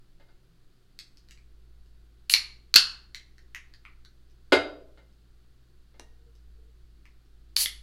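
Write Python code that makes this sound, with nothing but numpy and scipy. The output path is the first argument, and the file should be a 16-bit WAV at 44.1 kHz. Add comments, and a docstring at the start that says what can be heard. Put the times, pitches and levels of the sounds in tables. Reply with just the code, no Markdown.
"""Full aluminium drink cans are opened at a table in a small room, close to one microphone.
A fingernail picks at the tab, the seal pops, gas hisses out and the lid tears open with a crack.
The can is set down and rings the table; a second one bumps its neighbour, is dragged and is popped.
The walls answer every snap, and a faint appliance hum lies behind it all."""
import sys
import numpy as np
from scipy import signal
from scipy.fft import rfft, irfft, next_fast_len
from scipy.io import wavfile
from scipy.ndimage import map_coordinates

SR = 44100
rng = np.random.default_rng(int(sys.argv[2]) if len(sys.argv) > 2 else 0)


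def output_pcm(signal):
    """Save a mono or channel-first signal as 16-bit PCM at the path in sys.argv[1].

    Samples are clipped to [-1, 1] before scaling.
    """
    pcm = np.clip(np.atleast_2d(signal).T, -1, 1) * 32767
    wavfile.write(sys.argv[1], SR, np.round(pcm).astype(np.int16))


N = 344862
T = np.arange(int(.7 * SR)) / SR  # seconds within one event


def snaps():
    """The tab levers the lid open; each jump of the metal also gives the air one low push."""
    # The lid buckles or tears. Each row: start in seconds, strength in dB, rim pitch in Hz,
    # dome pitch in Hz, dome over rim in dB, push over rim in dB.
    jumps = [(2.2985, -14, 4350, 2856, 1, -34.5), (2.3386, -0.5, 4236, 2299, -2, -27.5),
             (2.7412, -5.5, 4350, 1620, -15, -34), (2.7586, 0.5, 4310, 2816, -11, -15),
             (2.761, 7, 4415, 1532, -9, -40), (7.5658, -8.5, 4500, 2367, -46, -34),
             (7.6591, -15, 3410, 2120, -2.5, -19)]
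    out = np.zeros(N)
    push_time = T / .00071
    push = (1 - push_time) * np.exp(-push_time)
    for start, db, rim_hz, dome_hz, dome_db, push_db in jumps:
        snap = lid(rim_hz, db, dome_hz, db + dome_db, crack_db=db - 10,
                   dome_ring_db=-36.5, rim_ring_db=-38, bark_s=.0015, flex_t60=.01)
        add(out, start, room(snap, wet_db=-6) + amp(db + push_db) * room(push, wet_db=-14.5))
    return out


def lid(rim_hz, rim_db, dome_hz, dome_db, crack_db, dome_ring_db, rim_ring_db, bark_s, flex_t60):
    """One flick of a lid: the metal cracks, the stiff rim barks, the dome flexes lower, both ring on."""
    # The rim's modes. Each row: pitch in Hz, level in dB, t60 in seconds.
    rim_modes = [(3900, -9, .3), (4100, -5, .33), (4287, 1, .4), (4380, -2, .38), (4534, -5, .32),
                 (4690, -4, .32)]
    # The colour of cracking metal. Each row: frequency in Hz, level in dB.
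    crack_colour = [(200, -24), (700, -17), (1100, -7.5), (1600, -4.5), (2800, 9), (3500, 0), (5500, 6.5),
                    (8000, -4.5), (10500, -9), (13000, -9), (16000, -18)]
    bark = tone(rim_hz) * np.exp(-(T / bark_s) ** 2)
    rim = bark + amp(rim_ring_db) * ring(rim_modes, blur=.6, scatter_db=.5)
    dome_ring = resonance(dome_hz, width_hz=300) * fade(700 / dome_hz)  # dies in 700 cycles
    flex = tone(dome_hz) * fade(flex_t60)
    dome = (flex + amp(dome_ring_db) * dome_ring) * (1 - np.exp(-T / .00048))
    crack = noise(crack_colour) * fade(.014)
    return radiate(amp(rim_db) * rim + amp(dome_db) * dome + amp(crack_db) * crack, hz=1190, order=3)


def hiss():
    """Gas jets through the widening slit until the pressure is spent, and sounds the can's hollow."""
    # Gas escapes. Each row: start, time to full flow and length in seconds, full-flow level in dB.
    escapes = [(2.296, .021, .039, -27.5), (7.563, 0.055, 0.087, -25)]
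    # The jet's colour. Each row: frequency in Hz, spectral density in dB.
    jet_colour = [(350, -46.5), (600, -30.5), (1500, -24.5), (1950, -16), (3000, -10), (3500, -14.5),
                  (4400, -2), (5200, -10.5), (5700, -7.5), (8700, -9), (10300, -2), (12000, -6.5),
                  (14000, -12.5), (16000, -18)]
    opening_db, drain_db_per_s, closing_t60 = 8.5, 289, .08
    out = np.zeros(N)
    for start, swell, length, db in escapes:
        flow_db = -opening_db * np.maximum(1 - T / swell, 0) - drain_db_per_s * np.maximum(T - swell, 0)
        closing = np.exp(-np.log(1000) * np.maximum(T - length, 0) / closing_t60)
        jet = amp(flow_db) * noise(jet_colour)
        whistle = amp(-8.5 + .5 * flow_db) * resonance(4450, width_hz=380)
        add(out, start, amp(db + wobble(300)) * closing * (jet + whistle))
    return room(out, wet_db=-6)


def ticks():
    """Nails flick a lid that the fingers damp; the grip also shifts faintly at random moments."""
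    # A nail picks at the tab or lid. Each row: start in seconds, strength in dB, rim pitch in Hz,
    # dome pitch in Hz, dome over rim in dB, crack over rim in dB.
    picks = [(0.99, -31.5, 4600, 2730, -11, -5.5), (1.172, -47, 4765, 2480, -17, -8),
             (1.287, -45.5, 4270, 1860, -6, -10), (1.3094, -43, 2570, 1870, 2, -2.5),
             (1.375, -52, 4430, 2350, 9, -16), (3.1468, -25, 4150, 2135, 2.5, -12),
             (3.382, -53.5, 4230, 1860, 14, -2), (3.548, -26.5, 2300, 1990, 3, -9),
             (3.7385, -40.5, 4520, 1810, 0.5, -15), (3.8521, -33, 2210, 1370, 1, -27),
             (4.0497, -42, 4150, 1520, -1, -14), (7.055, -44.5, 2103, 1160, 0, -12.5)]
    grip_shifts = [(rng.uniform(0, N / SR), -63.5 + 5 * rng.normal(), 5080, 2988, -6, -1)
                   for _ in range(8)]
    out = np.zeros(N)
    for start, db, rim_hz, dome_hz, dome_db, crack_db in picks + grip_shifts:
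        tick = lid(rim_hz, db, dome_hz, db + dome_db, db + crack_db,
                   dome_ring_db=-44, rim_ring_db=-53, bark_s=.00097, flex_t60=.0068)
        add(out, start, room(tick, wet_db=-1.5, direct_db=-1))  # the hand shades the direct sound
    return out


def knocks():
    """A full can lands on one edge and rocks flat; it rings the top and thuds in the table's frame."""
    # The base meets the table. Each row: start in seconds, strength in dB.
    landings = [(0.198, -60), (.285, -66), (4.5216, -13), (4.974, -57), (5.941, -63.5)]
    # Modes of table top and can body. Each row: pitch in Hz, level in dB, t60 in seconds.
    table_modes = [(276.4, 2.5, 0.12), (293, 4.5, 0.19), (364.4, 0.5, .24), (422, -3, .26),
                   (561.2, 7.5, .18), (639.3, -8, 0.25), (676, -11, .5), (752, -8, .34), (884, -2.5, .24),
                   (1375, -7.5, .34), (1486, -6, 0.37), (1816, -9.5, 0.2105), (2088, 1, .27),
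                   (2129, 1, .27), (2882, -9, 0.26), (3790, -10, 0.32), (4390, -9.5, .13),
                   (4820, -13, 0.43)]
    top, frame = np.zeros(N), np.zeros(N)
    build = 1 - np.exp(-T / .004)  # the ring builds while the base rocks flat
    for start, db in landings:
        body = build * amp(-7.5) * ring(table_modes, blur=.55, scatter_db=.5)
        add(top, start, amp(db) * (room(body, wet_db=-14) + room(rocking(count=3), wet_db=-2)))
        add(frame, start, build * amp(db - 28.5) * resonance(89, width_hz=12) * fade(.46))
    return radiate(top, hz=254, order=4) + frame


def rocking(count):
    """Contact noise of a base that rocks ever faster and more weakly."""
    # The colour of base on table. Each row: frequency in Hz, spectral density in dB.
    contact_colour = [(100, -33), (200, -25.5), (275, -6), (560, -4.5), (760, -9), (1100, -13.5),
                      (1480, -7), (2100, -14.5), (2600, -16.5), (4700, -16.5), (5300, -29), (10000, -40.5),
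                      (16000, -56.5)]
    first_gap_s, gap_ratio, loss_db = .0053, .85, 2
    out = np.zeros(N)
    press = 1 - np.exp(-(T / .0004) ** 2)  # the contact force takes a moment to build
    for k in range(count):
        start = first_gap_s * np.sum(gap_ratio ** np.arange(k))
        contact = press * noise(contact_colour) * fade(.051)
        add(out, start, amp(.5 - loss_db * k) * contact)
    return out[:len(T)]


def clink():
    """Two full cans touch: a short dry bump, and their walls ring faintly."""
    # The colour of can against can. Each row: frequency in Hz, spectral density in dB.
    bump_colour = [(88, -31), (150, -1), (1340, -2), (3420, -17), (3770, -5), (4320, -18), (5460, -11),
                   (9260, -18), (12200, -37), (16000, -39)]
    # Modes of a standing full can. Each row: pitch in Hz, level in dB, t60 in seconds.
    can_modes = [(458, -6, 0.47), (1238, -9, 0.13), (1873, -13, 0.37), (1997, -14, 0.23), (2805, 0, 0.092),
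                 (3822, -19, 0.34)]
    out = np.zeros(N)
    bump = amp(-31.5) * noise(bump_colour) * fade(.009)
    can_ring = amp(-52.5) * ring(can_modes, blur=.3, scatter_db=1.2)
    add(out, 5.9966, room(bump + can_ring, wet_db=-7))
    return out


def rubs():
    """A sleeve rubs the table with a faint low murmur; later a dragged can scrapes softly."""
    # The sleeve, then the can twice. Each row: start and length in seconds, resonance in Hz, level in dB.
    strokes = [(.35, 0.26, 169, -65), (6.12, 0.28, 464, -72.5), (6.545, .18, 446, -66.5)]
    out = np.zeros(N)
    for start, length, hz, db in strokes:
        swell = np.sin(np.pi * np.minimum(T / length, 1))
        add(out, start, amp(db) * swell * resonance(hz, width_hz=.033 * hz))
    return out


def room(x, wet_db, direct_db=0):
    """At the microphone: direct sound, the nearest wall's echo and a tail whose treble dies first."""
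    # The room's decay. Each row: frequency in Hz, t60 in seconds.
    wall_decay = [(150, 0.68), (500, .68), (1500, .42), (4300, 0.37), (8000, 0.33), (11500, 0.3),
                  (13500, 0.11), (16000, 0.11)]
    hz, t, spectrum = signal.stft(rng.standard_normal(len(T)), SR, nperseg=256)
    decay = amp(-60 * t / along(wall_decay, hz)[:, None])
    tail = signal.istft(spectrum * decay, SR, nperseg=256)[1][:len(T)]
    tail *= np.where(T > .0056, 1 + 2.2 * fade(.21), .7)  # a weak lead-in, then strong early echoes
    tail /= np.linalg.norm(tail)
    tail[round(.0082 * SR)] += amp(-13)  # the nearest wall
    return amp(direct_db) * x + amp(wet_db) * signal.fftconvolve(x, tail)[:len(x)]


def background():
    """Room air, rumble and a low appliance hum, swelling at the end with the gas puff's low thump."""
    # The low tone; its last point is the thump. Each row: time in seconds, pitch in Hz, level in dB.
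    low_tone = [(1.3, 53.79, -52.5), (3.1, 56.42, -55), (5.7, 56.96, -57), (6.5, 55.45, -49.5),
                (7.2, 54.4, -53.5), (7.8, 54.1, -46)]
    # The colours of room air and of rumble. Each row: frequency in Hz, spectral density in dB.
    air_colour = [(88, -42.5), (150, -10), (175, 1), (217, -8.5), (368, -3), (414, -10), (494, -13),
                  (612, -19), (745, -15.5), (837, -22.5), (1420, -16), (2310, -23), (4580, -18.5),
                  (5460, -27), (16000, -36)]
    rumble_colour = [(15, 5.5), (30, -1.5), (45, -13.5), (80, -17.5), (130, -18.5), (200, -26.5),
                     (400, -53.5)]
    start_s, rise_s, idle_db, waver_db = 1.1, .24, -15, 1.1  # the hum comes up from a faint idle
    t = np.arange(N) / SR
    times, hz, db = np.transpose(low_tone)
    phase = 2 * np.pi * np.cumsum(np.interp(t, times, hz)) / SR
    idle = np.clip(1 - (t - start_s) / rise_s, 0, 1)
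    level_db = np.interp(t, times, db) + idle_db * idle + waver_db * wobble(6.4, N)
    hum = amp(level_db) * np.sin(phase + .25 * wobble(6.5, N))
    mains = amp(-67) * np.sin(2 * np.pi * 119.5 * t + .36 * wobble(12, N))
    return hum + mains + amp(-70) * noise(air_colour, N) + amp(-55.5) * noise(rumble_colour, N)


def ring(modes, blur, scatter_db):
    """Modes struck at new strengths; liquid and fingers blur their pitch."""
    return sum(amp(db + scatter_db * rng.normal()) * fade(t60)
               * np.sin(2 * np.pi * hz * T + blur * wobble(55)) for hz, db, t60 in modes)


def radiate(x, hz, order):
    """A body too small to move much air loses its bass."""
    return signal.sosfilt(signal.butter(order, hz, "high", fs=SR, output="sos"), x)


def noise(colour, size=len(T)):
    """Noise of rms 1 with the given (Hz, dB) colour."""
    m = next_fast_len(size)
    gain = amp(along(colour, np.fft.rfftfreq(m, 1 / SR)))
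    return unit(irfft(rfft(rng.standard_normal(m)) * gain, m)[:size])


def resonance(hz, width_hz):
    """Noise of rms 1 in one resonance."""
    m = next_fast_len(len(T))
    detuning = (np.fft.rfftfreq(m, 1 / SR) - hz) / width_hz
    return unit(irfft(rfft(rng.standard_normal(m)) / (1 + detuning ** 2), m)[:len(T)])


def wobble(rate, size=len(T)):
    """A smooth random curve, rate knots a second."""
    knots = rng.standard_normal(int(size * rate / SR) + 4)
    return map_coordinates(knots, [np.arange(size) * rate / SR])


def tone(hz):
    """A sine that starts at zero."""
    return np.sin(2 * np.pi * hz * T)


def fade(t60):
    """Exponential decay, 60 dB down after t60 seconds."""
    return np.exp(-np.log(1000) * T / t60)


def along(points, hz):
    """Interpolate (Hz, value) points on a log frequency axis."""
    frequencies, values = np.transpose(points)
    return np.interp(np.log(hz + 1), np.log(frequencies + 1), values)


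def amp(db):
    """Decibels to gain."""
    return 10 ** (np.asarray(db) / 20)


def unit(x):
    """Scale to rms 1."""
    return x / np.sqrt(np.mean(x ** 2) + 1e-20)


def add(track, start, x):
    """Mix x into the track at start seconds."""
    i = round(start * SR)
    track[i:i + len(x)] += x[:N - i]


def scene():
    """Cans, table and room at one microphone."""
    return (snaps() + ticks() + knocks() + clink() + hiss() + rubs() + background())[None]


def record(dry):
    """The loudest snaps overload the microphone input; the treble ends steeply at 16 kHz."""
    clipped = dry / (1 + np.abs(dry) ** 6) ** (1 / 6)
    m = next_fast_len(N + SR // 2)
    lowpass = 1 / (1 + (np.fft.rfftfreq(m, 1 / SR) / 16000) ** 120)
    return irfft(rfft(clipped, m) * lowpass, m)[..., :N]


dry = scene()
out = record(dry)
output_pcm(out)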